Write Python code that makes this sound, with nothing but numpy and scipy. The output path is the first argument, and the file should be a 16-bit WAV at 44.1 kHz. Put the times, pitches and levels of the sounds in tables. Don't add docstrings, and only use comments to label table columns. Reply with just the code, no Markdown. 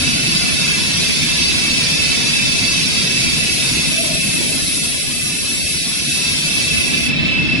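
import sys
import numpy as np
from scipy import signal
from scipy.fft import rfft, irfft, next_fast_len
from scipy.io import wavfile
from scipy.ndimage import uniform_filter1d, map_coordinates

SR = 44100
rng = np.random.default_rng(int(sys.argv[2]) if len(sys.argv) > 2 else 0)


def rack_gain(trim_db):
    fader = np.asarray(trim_db, float)
    return 10 ** (fader / 20)


def store_pcm(level_fs):
    pcm = np.round(np.clip(level_fs, -1, 1) * 32767).astype(np.int16)
    wavfile.write(sys.argv[1], SR, np.atleast_2d(pcm).T)


N = 335160


def unit(x):
    return x / np.sqrt(np.mean(x ** 2) + 1e-20)


def along(points, hz):
    f, v = np.transpose(points)
    return np.interp(np.log(hz + 1), np.log(f + 1), v)


def curves(rows):
    s, *cols = np.transpose(rows)
    return [np.interp(np.arange(N) / SR, s, c) for c in cols]


def wobble(rate):
    knots = rng.standard_normal(int(N * rate / SR) + 4)
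    return map_coordinates(knots, [np.arange(N) * rate / SR])


def filtered(x, response):
    m = next_fast_len(N + 8192)
    return irfft(rfft(x, m) * response(np.fft.rfftfreq(m, 1 / SR)), m)[..., :N]


def bumps_db(modes, hz):
    return sum(db / (1 + (2 * (hz - centre) / width) ** 2) for centre, width, db in modes)


def narrow(centre_hz, width_hz):
    phase = 2 * np.pi * centre_hz * np.arange(N) / SR
    return unit(wobble(width_hz) * np.cos(phase) + wobble(width_hz) * np.sin(phase))


def field(shape, bins, frames):
    x = uniform_filter1d(rng.standard_normal(shape), max(1, round(bins)), -2)
    return unit(uniform_filter1d(x, max(1, round(frames)), -1))


# frequency in Hz, left-right likeness from 0 to 1.
LIKENESS = [(60, .7), (400, .6), (2000, .6), (7000, .7), (9000, .3)]


def rush(colour_db, streak_db):
    re, im = rng.standard_normal((2, 2, 1025, N // 1024 + 3))
    streaks = rack_gain(streak_db * field(re.shape[1:], 3, 4))
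    pair = signal.istft((re + 1j * im) * streaks, window="cosine", nperseg=2048)[1][:, :N]

    def mid_side_response(hz):
        turn = np.arccos(np.clip(along(LIKENESS, hz), 0, 1)) / 2
        return rack_gain(colour_db(hz)) * [np.cos(turn), np.sin(turn)]

    mid, side = filtered(pair, mid_side_response)
    return unit(np.array([mid + side, mid - side]))


FREED_S = (7.1, 7.35)


def shudder_db():
    return np.interp(np.arange(N) / SR, FREED_S, (0, 2.5))


# time in seconds, depth of cut in dB, dust flow in dB.
CUT = [(0, 0, 0.5), (1.9, 1.5, -2), (3.2, 1.5, -0.5), (3.6, 0, 4), (3.85, 0.5, 3), (4.0, -2.5, 4),
       (4.8, -0.5, 8), (5.7, 2, 9), (6.3, 2, 4.5), (6.8, -2, 2), (7.06, -5, -4)]
# time in seconds, level in dB.
LIFT = [
    (7.06, -5),
    (7.1, -14),
    (7.13, -28),
    (7.2, -28),
]


def load_db():
    unloaded_db = -8.5
    return np.maximum(curves(CUT)[0] + curves(LIFT)[0], unloaded_db)


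# frequency in Hz, density in dB per Hz.
RUMBLE = [(8.8, -43), (15, -2), (38, -22), (64, -9.5), (97, -6), (155, 1), (209, -4.5), (252, -2),
          (350, -11), (460, -40), (770, -120)]
# centre in Hz, width in Hz, dB above the rumble.
FRAME_MODES = [(69, 9.8, 3), (158, 32, 0), (245, 23, 5)]
# frequency in Hz, density in dB per Hz.
BED = [(250, -67), (350, 1), (500, -3.5), (646, -3.5), (740, -6.5), (800, -31), (1000, -55)]
# frequency in Hz, density in dB per Hz.
CASING = [(460, -31), (780, -8.5), (984, -4), (1150, -6.5), (1460, -3.5), (1600, -3), (1700, 1),
          (1860, -2.5), (2000, -19), (2600, -37), (4400, -120)]


def frame():
    rumble_db, bed_db, casing_db = -25.5, -35.5, -32
    bed_follows, casing_follows = 0.18, 0.8
    rumble = rush(lambda hz: along(RUMBLE, hz) + bumps_db(FRAME_MODES, hz), streak_db=-0.7)
    rumble = rumble + rack_gain(-17) * narrow(74, width_hz=7.6)
    lumps = rack_gain(1.2 * wobble(45))
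    bed = rush(lambda hz: along(BED, hz), streak_db=-1.0)
    casing = rush(lambda hz: along(CASING, hz), streak_db=0.5)
    shaken = rack_gain(rumble_db + shudder_db()) * lumps * rumble
    bed = rack_gain(bed_db + bed_follows * load_db() + 0.77 * wobble(9.7)) * bed
    return shaken + bed + rack_gain(casing_db + casing_follows * load_db() + 0.42 * wobble(7.4)) * casing


# time in seconds, level in dB.
SLIDE = [
    (3.8, -80),
    (3.9, -44),
    (3.97, -35),
    (4.07, -32),
    (4.15, -34),
    (4.22, -50),
    (4.3, -80),
]
# time in seconds, level in dB.
FEED = [
    (0, -38),
    (.35, -39),
    (.8, -39),
    (1.0, -65),
    (1.1, -77),
]


def slide():
    groan = rack_gain(curves(SLIDE)[0]) * rack_gain(1.5) * narrow(642, width_hz=90)
    song = rack_gain(curves(FEED)[0]) * narrow(1450, width_hz=200)
    return groan + song


MESH_HZ = 2633
# order, level in dB.
TEETH = [(7, -17), (8, -17), (9, 0), (10, -22), (11, -18), (12, -20), (13, -20), (14, -19), (15, -21)]
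# time in seconds, spindle turns ahead.
LAG = [
    (0, -.3),
    (1.9, -.4),
    (2.5, .3),
    (3.4, 0),
    (4.4, -.15),
    (4.9, -.45),
    (5.6, .15),
    (6.2, .12),
    (6.8, -.35),
    (7.6, -.55),
]
PARTNER_DB = [
    [-3.5],
    [-6],
]
# time in seconds, level in dB.
MESH_LOAD = [(0, -2.5), (.6, -1), (1.2, -1), (1.9, 1), (2.4, 1.5), (3.0, 0), (3.6, -0.5), (4.1, -1),
             (4.7, -2.5), (5.3, -0.5), (5.9, 0.5), (6.4, 1.5), (6.9, 1.5), (7.2, -0.5), (7.6, -0.5)]
# frequency in Hz, density in dB per Hz.
GEARBOX = [(1500, -37), (1950, -9.5), (2100, -4.5), (2350, -1), (2800, -8), (3300, -2.5), (4400, -10),
           (5000, -9.5), (5550, -10), (5850, -23.5), (7200, -22), (9000, -21.5), (11000, -30.5),
           (13000, -60)]
# centre in Hz, width in Hz, change in
# dB.
BOX_SHAPE = [(6400, 140, -3), (7220, 40, 9), (7520, 300, -10), (8500, 300, -7), (8900, 450, -11),
             (10060, 80, -8), (10210, 40, 9)]


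def gears():
    whine_db, box_db, spindle_hz = -24, -26.5, 31.17
    mesh_hz = MESH_HZ + 3 * wobble(1) + 8 * wobble(30)
    mesh = 2 * np.pi * np.cumsum(mesh_hz) / (9 * SR)
    turn = 2 * np.pi * (spindle_hz * np.arange(N) / SR + curves(LAG)[0])
    tone = 0
    for order, db in TEETH:
        jitter = 1.46 * wobble(25) * (order != 9)
        tone = tone + rack_gain(db + 1.5 * wobble(20)) * np.sin(order * mesh + jitter)
    lower = rack_gain(PARTNER_DB + 1.5 * wobble(8)) * np.sin(9 * mesh - turn)
    upper = rack_gain(-14 + 2 * wobble(8)) * np.sin(9 * mesh + turn)
    skirt = np.array([narrow(2630, width_hz=90), narrow(2630, width_hz=90)])
    whine = unit(tone + lower + upper) + rack_gain(-4) * skirt
    box = rush(lambda hz: along(GEARBOX, hz) + bumps_db(BOX_SHAPE, hz), streak_db=0.7)
    return rack_gain(whine_db + shudder_db() + curves(MESH_LOAD)[0]) * whine + rack_gain(box_db) * box


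# time in seconds, share of the neck cut from 0 to 1.
TRAVEL = [
    (0, 0.11),
    (3.8, 0.08),
    (4.0, 0.82),
    (5.5, 0.99),
    (7.0, 0.36),
    (7.6, .6),
]
# frequency in Hz, density in dB per Hz.
SHAVING = [(1500, -57), (1950, -8), (2100, -8), (2400, -3.5), (2800, -4.5), (3300, -5.5), (4000, 0),
           (5500, -2), (5900, -5), (6400, -8), (7300, -11), (8500, -12)]
# centre in Hz, width in Hz, change in dB.
WIDE_CUT = [(2060, 80, 1.5), (2290, 150, 3), (3230, 80, 2), (3390, 60, 3), (3540, 50, 4), (3690, 80, 6),
            (3880, 80, -4), (4070, 90, 2.5), (4280, 130, -7), (4480, 80, 3), (4600, 90, 6), (4760, 80, -6),
            (4900, 60, 3.5), (5080, 90, 4), (5450, 150, 2), (5980, 45, 5), (6090, 50, 4), (6400, 100, -3),
            (6580, 200, 3), (6950, 100, -5), (7100, 120, 3), (7300, 100, -5)]
# centre in Hz, width in Hz, change in dB.
NECK_CUT = [(2080, 28, 3.5), (2300, 70, -11), (3370, 330, 3.5), (3685, 80, 4.5), (3800, 99, 2.5),
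            (4240, 49, -1), (4590, 39, 5), (4680, 28, 5), (5660, 650, 5), (5820, 86, -1), (6700, 130, -11),
            (6400, 150, 3), (7000, 170, -21), (7230, 170, -14), (7730, 780, 6)]
# frequency in Hz, density in dB per Hz.
DUST = [(3530, -13), (6000, -8.5), (7120, -6.5), (8670, -5.5), (10600, 2), (11200, 3.5), (14500, -73),
        (22000, -120)]
# centre in Hz, width in Hz, change in dB.
NOZZLE = [(9636, 50, 4), (10080, 120, -4), (10216, 35, 7), (10690, 60, 2)]


def blades():
    shave_level, hiss_level = -14.5, -22.5
    shave_db, dust_db = np.array(curves(CUT)) + curves(LIFT)
    neck = np.clip(curves(TRAVEL)[0], 0, 1)
    bulge = rush(lambda hz: along(SHAVING, hz) + 1.25 * bumps_db(WIDE_CUT, hz), streak_db=-1.0)
    slim = rush(lambda hz: along(SHAVING, hz) + bumps_db(NECK_CUT, hz), streak_db=-0.5)
    dust = rush(lambda hz: along(DUST, hz) + bumps_db(NOZZLE, hz), streak_db=1.3)
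    grain = wobble(14)
    cutting = np.sqrt(1 - neck) * bulge + np.sqrt(neck) * slim
    shaving = rack_gain(shave_level + shave_db + 0.042 * grain) * cutting
    return shaving + rack_gain(hiss_level + dust_db + 0.5 * grain + 0.82 * wobble(40)) * dust


# frequency in Hz, left-right difference in dB.
PORTS = [(60, 1), (600, 0), (1100, -1), (2600, -3), (3600, -0.5), (6500, -1), (7800, 2), (8500, 2.5),
         (11000, 6)]


def scene():
    machine = frame() + slide() + gears() + blades()
    return filtered(machine, lambda hz: rack_gain(along(PORTS, hz) * [[0.5], [-0.5]]))


# frequency in Hz, depth in dB.
FLICKER_DEPTH = [(1200, 0), (1900, 4), (2400, 5), (3500, 6), (6000, 5.5), (7500, 4.5), (8500, 2.5), (11000, 2)]


def flicker(hz, shape):
    ripple = field(shape[1:], 3, 9) + 0.4 * field(shape, 3, 9)
    ripple = unit(ripple - uniform_filter1d(ripple, size=11, axis=1))
    off_whine = abs(hz - MESH_HZ) > 70
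    depth_db = along(FLICKER_DEPTH, hz)[:, None] * off_whine[:, None]
    gain = rack_gain(depth_db * unit(np.tanh(ripple)))
    return gain / np.sqrt(uniform_filter1d(gain ** 2, size=25, axis=1))


# frequency in Hz, threshold in dB relative to the reference level.
GATE_THRESHOLD = [(300, -22), (600, -13), (780, -7), (850, -5), (1000, -6), (1250, -7), (1700, -6.5), (1950, -6),
                  (2300, -7), (6000, -6.5), (6400, -3), (7600, -2), (8000, -6), (11000, -9)]
# time in seconds, extra threshold in dB.
SHORT = [(4.74, 3), (4.92, 1), (5.0, 2.5), (5.14, 2), (5.26, 3.5), (5.4, 4), (5.55, 1.5), (5.65, 4),
         (5.73, 2.5), (5.81, 7), (6.11, 7)]


def gated(hz, t, z):
    power = np.abs(z) ** 2 + 1e-14
    level = 10 * np.log10(power)
    smooth = uniform_filter1d(uniform_filter1d(power, size=3, axis=1), size=4, axis=2)
    patch = 10 * np.log10(np.abs(smooth))
    busy = uniform_filter1d(level[:, hz > 7500].mean(axis=(0, 1)), size=9)
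    near = uniform_filter1d(uniform_filter1d(level, size=90, axis=1), size=9, axis=2)
    reference = np.where(hz[:, None] < 2200, busy, near)
    reference = reference + 2.8 * field(z.shape[1:], 9, 4) + 0.7 * field((1, z.shape[2]), 1, 3)
    extra_db = sum(db * (abs(t - s) < 0.03) for s, db in SHORT)
    reference = reference + (hz[:, None] < 1400) * extra_db
    floor_db = np.where(hz > 6000, -71, -99)
    limit = np.maximum(reference + along(GATE_THRESHOLD, hz)[:, None], floor_db[:, None])
    return z / (1 + rack_gain(12 * np.clip(limit - patch, -9, 2.5)))


# time in seconds, turns by which left leads.
APART = [(0.0, 0.33), (0.24, -0.37), (0.45, -2.07), (0.82, 0.14), (0.88, -0.51), (0.97, -0.08),
         (1.1, -1.46), (1.27, -1.65), (1.33, -1.1), (1.45, -2.67), (1.63, -3.74), (1.89, -3.38),
         (2.04, -2.54), (2.34, -4.79), (2.56, -5.69), (2.67, -5.55), (2.72, -6.37), (2.85, -5.54),
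         (3.17, -5.85), (3.23, -5.26), (3.45, -5.25), (3.46, -4.82), (3.64, -5.04), (3.79, -3.92),
         (3.86, -4.95), (3.98, -4.4), (4.08, -4.73), (4.25, -2.77), (4.35, -3.21), (4.43, -2.39),
         (4.57, -3.07), (4.69, -4.77), (4.8, -5.21), (4.87, -5.09), (4.92, -4.34), (4.98, -4.73),
         (5.16, -2.83), (5.24, -3.5), (5.42, -2.73), (5.48, -3.09), (5.54, -2.43), (5.76, -3.4),
         (5.87, -3.13), (5.96, -4.11), (6.09, -4.42), (6.15, -3.6), (6.35, -4.6), (6.45, -4.51),
         (6.6, -3.4), (6.68, -4.37), (6.73, -3.69), (6.84, -3.47), (6.87, -3.94), (6.94, -3.51),
         (7.1, -3.92), (7.23, -3.27), (7.35, -4.01), (7.59, -3.96)]
LOCKED_HZ = (2510, 2760)


def drifting(hz, t):
    band = np.arange(len(hz)) // 6
    whine = band[np.searchsorted(hz, MESH_HZ)]
    band[(hz > LOCKED_HZ[0]) & (hz < LOCKED_HZ[1])] = whine
    wander = np.cumsum(field((2, band.max() + 1, len(t)), 1, 2), axis=-1)
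    quick_turns = 0.06 * field((1, len(t)), 1, 6)[0]
    apart = np.pi * (np.interp(t, *np.transpose(APART)) + quick_turns)
    phase = 0.55 * wander
    phase[:, whine] = phase[0, whine] + [apart, -apart]
    return np.exp(1j * phase)[:, band]


def low_pass(x):
    return signal.sosfilt(signal.butter(12, 12150, fs=SR, output="sos"), x)


# time in seconds, gain in dB.
GAIN = [(0, 0), (.03, 0.5), (3.4, 0), (4.0, 0), (4.6, -1.5), (5.2, -5), (5.9, -4.5), (6.15, -3),
        (6.3, -2.5), (6.9, 1), (7.15, 2.5), (7.6, 2.5)]


def record(dry):
    dry = dry * rack_gain(curves(GAIN)[0])
    hz, t, z = signal.stft(dry, SR, nperseg=2048, noverlap=1536)
    kept = hz < 11200
    heard = z[:, kept] * flicker(hz[kept], z[:, kept].shape)
    z[:, kept] = gated(hz[kept], t, heard) * drifting(hz[kept], t)
    lowpass = kept / (1 + (hz / 11080) ** 150)
    x = signal.istft(z * lowpass[:, None], SR, nperseg=2048, noverlap=1536)[1][:, :N]
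    return low_pass(x * np.sqrt(np.mean(dry ** 2) / np.mean(x ** 2)))


dry = scene()
out = record(dry)
store_pcm(out)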